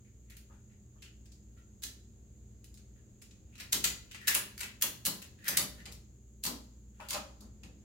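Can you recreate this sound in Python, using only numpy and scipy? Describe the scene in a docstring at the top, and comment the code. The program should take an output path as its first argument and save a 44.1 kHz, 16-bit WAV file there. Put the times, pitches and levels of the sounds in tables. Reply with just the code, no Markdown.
"""A ratchet strap is cranked tight across a car's bare body in a workshop, a few steps away.
Its pawl snaps over the teeth in uneven bursts: shaped noise for the chatter, decaying sines for the steel.
Each snap or bump shakes the sheet metal and the hollow body: resonant noise, with sines for the panels.
The webbing creaks on its spool in bursts of resonant noise, and the room answers each sound briefly.
Behind it a motor hums in wavering sines, over a low rumble and a thin, high hiss of filtered noise."""
import sys
import numpy as np
from scipy import signal
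from scipy.fft import rfft, irfft, next_fast_len
from scipy.io import wavfile
from scipy.ndimage import map_coordinates

SR = 44100
rng = np.random.default_rng(int(sys.argv[2]) if len(sys.argv) > 2 else 0)


def wav_out(sig):
    """Save sig, one row per channel (or a flat mono array), as 16-bit PCM at SR to the path in sys.argv[1]."""
    wavfile.write(sys.argv[1], SR, np.round(np.clip(np.atleast_2d(sig).T, -1, 1) * 32767).astype(np.int16))


N = 345732


def amp(db):
    """Decibels to gain."""
    return 10 ** (np.asarray(db) / 20)


def unit(x):
    """Scale to rms 1."""
    return x / np.sqrt(np.mean(x ** 2) + 1e-20)


def along(points, hz):
    """Read a curve of (frequency, value) points on a log frequency axis."""
    f, v = np.transpose(points)
    return np.interp(np.log(hz + 1), np.log(f + 1), v)


def bump(hz, centre_hz, width, db):
    """A hump in dB around one frequency; width is a share of that frequency."""
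    return db / (1 + ((hz / centre_hz - 1) / width) ** 2)


def resonances(modes, hz):
    """Gain of a set of steep resonances, their powers summed."""
    power = 0
    for centre, width, db in modes:
        response = np.abs(hz * width / (centre * centre - hz * hz + 1j * hz * width))
        power = power + amp(db) ** 2 * response ** 3
    return np.sqrt(power)


def wobble(rate):
    """A smooth random curve, rate knots a second."""
    knots = rng.standard_normal(1024)
    return map_coordinates(knots, [np.arange(N) * rate / SR], mode="wrap")


# left-right likeness of the noise: (f/Hz, correlation)
LIKENESS = [(100, 0.9), (250, 0.93), (500, 0.64), (1000, 0.13), (3000, 0.025), (12000, 0.06)]


def noise(gain, size):
    """Stereo noise of rms 1 with a given colour; the two sides agree mostly in the bass."""
    hz = np.fft.rfftfreq(size, 1 / SR)
    turn = np.arccos(np.clip(along(LIKENESS, hz), -1, 1)) / 2
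    spectra = rfft(rng.standard_normal((2, size))) * gain(hz)
    mid, side = irfft(spectra * [np.cos(turn), np.sin(turn)], size)
    return unit(np.array([mid + side, mid - side]))


def add(track, s, sound):
    """Mix a sound in at time s, trimmed to the track."""
    start = round(s * SR)
    sound = sound[:, max(-start, 0):]
    stretch = track[:, max(start, 0):][:, :sound.shape[1]]
    stretch += sound[:, :stretch.shape[1]]


# reverb time of the workshop's early decay: (f/Hz, t60/s)
WORKSHOP = [(150, 0.58), (600, 0.46), (2000, 0.32), (5000, 0.33), (9000, 0.24), (15000, 0.23)]


def in_room(sound, wet_db, build):
    """Add the workshop's answer: near walls die soonest in the treble, the far end lingers faintly."""
    hz, t, z = signal.stft(noise(np.ones_like, size=SR // 2), SR, nperseg=256)
    near_db = -60 * t / along(WORKSHOP, hz)[:, None]
    far_db = -13.5 + 0.55 * near_db
    decay = np.hypot(amp(near_db), amp(far_db))
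    onset = 1 - np.exp(-t / build)
    response = signal.istft(z * decay * onset, SR, nperseg=256)[1]
    response *= amp(wet_db) / np.linalg.norm(response[0])
    response[:, 0] += 1  # the direct sound
    return signal.fftconvolve(sound, response, axes=1)


def chatter(t, length, t60, scatter_db, slide, count):
    """Envelope of energy 1 ms: a slide swelling around time 0, a strike, and random rebounds within length."""
    rebounds = (np.arange(count) + rng.random(count)) / count
    starts = length * np.append(0, rebounds)
    sizes = amp(scatter_db * rng.standard_normal(count + 1))
    age = t - starts[:, None]
    power = sizes ** 2 @ ((age >= 0) * amp(-60 * np.abs(age) / t60) ** 2)
    rise, slide_db = slide
    power += amp(slide_db) ** 2 * np.exp(-np.abs(t) / rise)
    return np.sqrt(power / power.sum() * SR / 1000)


# colour of the high hiss: (f/Hz, relative level/dB per Hz)
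HISS_COLOUR = [(3000, -28.5), (5900, -27), (6400, -2.5), (7100, -2.5), (7650, -9), (8100, -24.5),
               (16000, -23.5)]


def hiss():
    """A narrow high band of noise whose level flutters slightly."""
    return noise(lambda hz: amp(along(HISS_COLOUR, hz)), size=N) * amp(-70 + .4 * wobble(48))


# colour of the hall's rumble: (f/Hz, relative level/dB per Hz)
RUMBLE_COLOUR = [(13, -62.5), (22, -29), (40, -11.5), (64, -3.5), (90, -5.5), (127, -10), (146, -18),
                 (212, -9.5), (267, -21), (306, -19), (475, -26.5), (559, -30.5), (599, -32.5),
                 (972, -41.5), (5500, -46), (7150, -48.5), (12100, -120)]
# how loud the rumble runs: (t/s, level/dB)
RUMBLE_LEVEL = [(0, -60), (3.55, -58), (3.85, -55), (4.1, -57), (4.5, -58.5), (5.8, -54.5), (6.25, -60.5),
                (7.2, -59.5), (7.84, -55.5)]


def rumble():
    """Bass-heavy noise of the hall, riding a level curve."""
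    level_db = np.interp(np.arange(N) / SR, *np.transpose(RUMBLE_LEVEL))
    return noise(lambda hz: amp(along(RUMBLE_COLOUR, hz)), size=N) * amp(level_db)


# lines of the motor's hum: (f/Hz, level/dB); the first row lends only its frequency
HUM_LINES = [(59.2, -59), (118.4, -64.5), (209.9, -70.5), (312.2, -78.5), (393.0, -81)]
# swell and fade of the lowest hum line: (t/s, level/dB), before a slight random wobble
LOWEST_LINE_LEVEL = [(0.0, -76), (0.06, -65), (0.33, -54), (0.78, -72), (1.07, -57.5), (2.95, -57.5),
                     (3.1, -72), (3.91, -54.5), (4.08, -71), (4.69, -69), (5.24, -77), (5.65, -55),
                     (6.05, -61), (6.77, -54.5), (7.75, -58.5), (7.84, -73)]


def hum():
    """A motor's sine lines with wandering phase: the lowest swells and fades under steadier overtones."""
    t = np.arange(N) / SR
    line = lambda hz: np.sin(2 * np.pi * hz * t + .5 * wobble(3))
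    (lowest_hz, _), *overtones = HUM_LINES
    lowest_db = np.interp(t, *np.transpose(LOWEST_LINE_LEVEL)) + 0.41 * wobble(18)
    out = unit(line(lowest_hz)) * amp(lowest_db)
    for hz, db in overtones:
        out = out + amp(db + 3 + 1.5 * wobble(2.9)) * line(hz)  # +3 dB: rms level to sine peak
    return out


def background():
    """The steady bed: motor hum, hall rumble and hiss."""
    return hum() + rumble() + hiss()


# slips of the webbing on its spool: (t/s, level/dB, pitch f/Hz)
CREAKS = [(0.048, -62.5, 2280), (0.298, -49.5, 2180), (0.52, -59, 1500), (0.698, -61, 2200),
          (1.04, -48.5, 3020), (1.569, -56.5, 1360), (2.959, -62, 1740), (3.53, -56, 2640),
          (3.586, -39.5, 2480), (4.134, -42.5, 2640), (4.275, -23.5, 1830), (4.315, -27.5, 2150),
          (5.45, -28.5, 1770), (5.531, -32.5, 1860), (5.78, -45.5, 1850), (7.008, -45, 1490),
          (7.045, -48, 2900)]
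SLIP_S = .023  # length of a slip
# the strap creeps this long before a slip, softer, and never above a ceiling
CREEP_S, CREEP_UNDER_DB, CREEP_MAX_DB = 0.064, 15.5, -39


def slips():
    """A soft creep leads into every slip: (t/s, level/dB, pitch f/Hz, length/s)."""
    for s, db, pitch_hz in CREAKS:
        yield s - CREEP_S, min(db - CREEP_UNDER_DB, CREEP_MAX_DB), pitch_hz, CREEP_S
        yield s, db, pitch_hz, SLIP_S


# resonances of the spool: (f/Hz, width/Hz, relative level/dB)
SPOOL = [(1412, 110, 1), (1740, 166, 1), (1910, 150, 2), (2440, 100, -16), (2680, 1500, 0),
         (6000, 13000, -11)]


def webbing():
    """The strap creeps, then slips in a quick run of tiny catches; a longer slip dies away more slowly."""
    out, t = np.zeros((2, N)), np.arange(-2048, 6144) / SR
    for s, db, pitch_hz, length in slips():
        catches = chatter(t, length, t60=2 * length, scatter_db=5.0, slide=(.006, -10), count=6)
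        colour = lambda hz: resonances(SPOOL, hz) * amp(bump(hz, pitch_hz, width=0.13, db=11))
        creak = noise(colour, size=len(t)) * catches
        add(out, s + t[0], amp(db) * in_room(creak, wet_db=2.0, build=0.0052))
    return out * amp([[.6], [-.6]])  # slightly to the left


# bumps of the ratchet against the car body: (t/s, panel level/dB, boom level/dB, panel pitch f/Hz)
KNOCKS = [(0.497, -56.5, -77, 890), (0.954, -65, -76, 510), (5.6, -40, -47, 576), (5.864, -53, -53, 768),
          (6.446, -44.5, -48, 870), (6.997, -41, -56.5, 890), (7.143, -31, -49, 687),
          (7.413, -59, -54, 650), (7.631, -62.5, -53.5, 810)]
BODY_DELAY_S = 0.006076  # from a snap until the car body answers
PANEL_HZ, BOOM_HZ = 997, 198  # where a snap excites the panels most, and a bump the hollow body


def blows():
    """Bumps and delayed snaps: (t/s, panel level/dB, boom level/dB, panel pitch f/Hz, boom pitch f/Hz)."""
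    for s, *_, panel_db, boom_db, boom_hz in SNAPS:
        yield s + BODY_DELAY_S, panel_db, boom_db, PANEL_HZ, boom_hz
    for knock in KNOCKS:
        yield (*knock, BOOM_HZ)


# resonances of the sheet metal: (f/Hz, width/Hz, relative level/dB)
PANEL = [(551.4, 28, 1.5), (603, 16, 2), (625, 52, -4), (802.5, 47, -1), (922, 220, -3.5), (1030, 17, 2.5),
         (1241, 200, 2.5), (1670, 300, -8.5)]
# resonances of the hollow body: (f/Hz, width/Hz, relative level/dB)
BOOM = [(159, 38, 6), (215, 20, -0.5), (266, 310, 3), (350, 26, -9)]


def car_body():
    """A blow makes the panels clang first, then the hollow body boom; each blow favours its own pitches."""
    out, t = np.zeros((2, N)), np.arange(16384) / SR
    mode_hz, _, mode_db = np.transpose(PANEL)[:, :, None]

    def swell(rise, t60):
        """Build up over rise, then die away."""
        return (1 - np.exp(-t / rise)) * amp(-60 * t / t60)

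    def ringing(modes, pitch_hz):
        """Noise through the resonances, stressed around one pitch."""
        colour = lambda hz: resonances(modes, hz) * amp(bump(hz, pitch_hz, width=0.12, db=9))
        return noise(colour, size=len(t))

    for s, panel_db, boom_db, panel_hz, boom_hz in blows():
        clang = swell(.004, 0.22) * ringing(PANEL, panel_hz)
        # the lowest panel modes sing on longest
        swing = np.sin(2 * np.pi * (mode_hz * t + rng.random(mode_hz.shape)))
        singing = (amp(mode_db) * swing * swell(0.0064, 190 / mode_hz)).sum(axis=0)
        clang = clang + amp(-17.5) * singing
        boom = swell(0.022, 0.29) * ringing(BOOM, boom_hz)
        panned_clang = clang * amp([[1.3], [-1.3]])
        body = amp(panel_db - 4.0) * panned_clang + amp(boom_db + 5) * boom
        add(out, s, in_room(body, wet_db=-8.0, build=0.00644))
    return out


# the pawl rides up a tooth and snaps over it, shaking the car body:
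# (t/s, level/dB, chatter length/s, ride length/s, ride level/dB, clank/dB, brightness/dB,
#  main resonance f/Hz, panel level/dB, boom level/dB, boom pitch f/Hz)
SNAPS = [(1.834, -23.5, 0.0059, 0.012, -36, -16, -4.5, 14000, -79, -58.5, 248),
         (3.6, -30.5, 0.0078, 0.019, -42.5, -10.5, -6.5, 2430, -59.5, -57.5, 196),
         (3.727, -12.5, 0.0049, 0.0028, -19.5, -13, 1.5, 6700, -41.5, -41, 158),
         (3.842, -12, .010, 0.0011, -26.5, -10, -1.5, 6860, -46.5, -48, 179),
         (4.279, -10.5, .008, .006, -20, -10, 2, 2750, -46, -56, 180),
         (4.346, -11, 0.0052, 0.00076, -26.5, -6, 4.5, 9630, -37.5, -49, 277),
         (4.606, -23.5, 0.0072, 0.027, -30.5, -8.5, 0, 2260, -49, -56.5, 239),
         (4.823, -11.5, 0.0053, 0.01, -25.5, -10.5, 5, 7140, -39, -46.5, 184),
         (5.060, -14, 0.012, 0.0075, -18, -15, 4, 4230, -39, -43, 187),
         (5.482, -12, 0.0065, 0.038, -35, -9, 4.5, 6000, -39.5, -45, 183),
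         (5.572, -10, .004, 0.0019, -18, -12, 1, 11120, -40, -42, 155),
         (6.462, -20.5, 0.0081, .024, -18.5, -15.5, -0.5, 4290, -37.5, -41.5, 267),
         (7.106, -21.5, 0.0043, 0.019, -26.5, -13.5, -0.5, 4560, -42.5, -51, 246)]
RIDE_SHARE = .8  # the pawl scrapes for this share of its ride, then falls free
# ticks of the loose handle as it is swung: (t/s, level/dB, clank/dB, brightness/dB)
TICKS = [(0.3, -43.5, -16, 3), (0.368, -40, -9.5, 2.5), (1.022, -37.5, -9.5, -12), (1.257, -50.5, -14, -9),
         (1.319, -47, -23, -11), (2.643, -44.5, -15.5, -2), (2.742, -47, -23, -1), (2.774, -47, -16, -10),
         (3.218, -40.5, -13.5, -5), (3.31, -48, -13, -18), (3.554, -45.5, -10, -10.5),
         (4.113, -36, -7.5, -6), (4.147, -33, -1.5, -10), (4.631, -28, -2, -3.5), (5.219, -33.5, -9.5, -2),
         (5.856, -33.5, -7.5, -10.5), (5.918, -37, -20, -2.5), (7.003, -40, 3, -7.5),
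         (7.131, -23, -12.5, -5), (7.144, -26.5, -6, -8), (7.406, -44, -25.5, -4.5),
         (7.634, -41.5, -8.5, -8.5)]
TICK_HZ, TICK_CHATTER_S = 2560, .008  # main resonance and chatter length of every tick


def contacts():
    """Steel hits: (t/s, level/dB, clank/dB, brightness/dB, main resonance f/Hz, chatter length/s)."""
    for s, db, length, ride_s, ride_db, clank_db, bright_db, main_hz, *_ in SNAPS:
        yield s - ride_s, ride_db, clank_db, bright_db, main_hz, RIDE_SHARE * ride_s
        yield s, db, clank_db, bright_db, main_hz, length
    for tick in TICKS:
        yield (*tick, TICK_HZ, TICK_CHATTER_S)


# colour of a steel contact: (f/Hz, relative level/dB per Hz)
STEEL = [(500, -22), (1000, -25), (1400, 7.5), (1800, 11), (2700, 12), (3600, 4.5), (5500, 1), (7000, 3.5),
         (9000, 0.5), (12000, 1), (16000, -3)]
# ringing modes of the ratchet's frame: (f/Hz, relative level/dB, t60/s)
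FRAME = [(1647, 10.5, 0.16), (1904, 4.5, 0.22), (2010, 7.5, 0.38), (2330, -2, 0.23), (2680, -6.5, 0.18),
         (2970, 9, 0.22), (3295, -1.5, 0.38), (3768, -20, 0.15), (3900, -10.5, .17), (5660, -10.5, 0.14),
         (6900, -12.5, 0.2), (6800, -6, 0.12), (8660, 3, .18), (10150, -1, 0.26), (10750, 2, .2),
         (12860, -11.5, .14), (14820, -6, .16)]


def ratchet():
    """The pawl rides up a tooth, drops, chatters and rings the steel frame at new strengths."""
    out, t = np.zeros((2, N)), np.arange(-1024, 7168) / SR
    mode_hz, mode_db, mode_t60 = np.transpose(FRAME)[:, :, None]
    for s, db, clank_db, bright_db, main_hz, length in contacts():
        tilt = [(2600, clank_db), (4000, 0.0053), (7500, 0.0034), (11000, bright_db)]
        # every blow lands on another spot: one resonance stands out, the others vary
        blow_db = lambda hz: along(tilt, hz) + bump(hz, main_hz, width=.06, db=5)
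        spot = list(zip(np.geomspace(800, 16000, num=110), 1.8 * rng.standard_normal(110)))
        colour = lambda hz: amp(along(STEEL, hz) + blow_db(hz) + along(spot, hz))
        snap = chatter(t, length, t60=0.01, scatter_db=3.0, slide=(.0012, -12), count=4)
        # the loose handle rattles on for a moment
        rattle = chatter(t - .012, .04, t60=0.0058, scatter_db=-1, slide=(.001, -20), count=5)
        crack = noise(colour, size=len(t)) * np.hypot(snap, amp(-15.5) * rattle)
        # a little of each side reaches the other
        crack = crack + 0.052 * crack[::-1]
        scatter_db = 3.5 * rng.standard_normal((2, len(FRAME), 1))
        strength = amp(mode_db + blow_db(mode_hz) + scatter_db)
        swing = np.sin(2 * np.pi * (mode_hz * t + rng.random((2, len(FRAME), 1))))
        fade = amp(-60 * np.abs(t) / mode_t60)
        ring = (t >= 0) * (strength * swing * fade).sum(axis=1)
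        hit = crack + amp(-40.5) * ring
        add(out, s + t[0], amp(db - 3.5) * in_room(hit, wet_db=1.5, build=0.001))
    return out * amp([[.5], [-.5]])  # slightly to the left


def scene():
    """Ratchet, strap and car body over the workshop's own noise."""
    return background() + webbing() + car_body() + ratchet()


TOP_HZ = 15900  # band limit


def record(dry):
    """Cut everything at and above the band limit."""
    size = next_fast_len(N + SR // 2)
    keep = np.fft.rfftfreq(size, 1 / SR) < TOP_HZ
    return irfft(rfft(dry, size) * keep, size)[:, :N]


dry = scene()
out = record(dry)
wav_out(out)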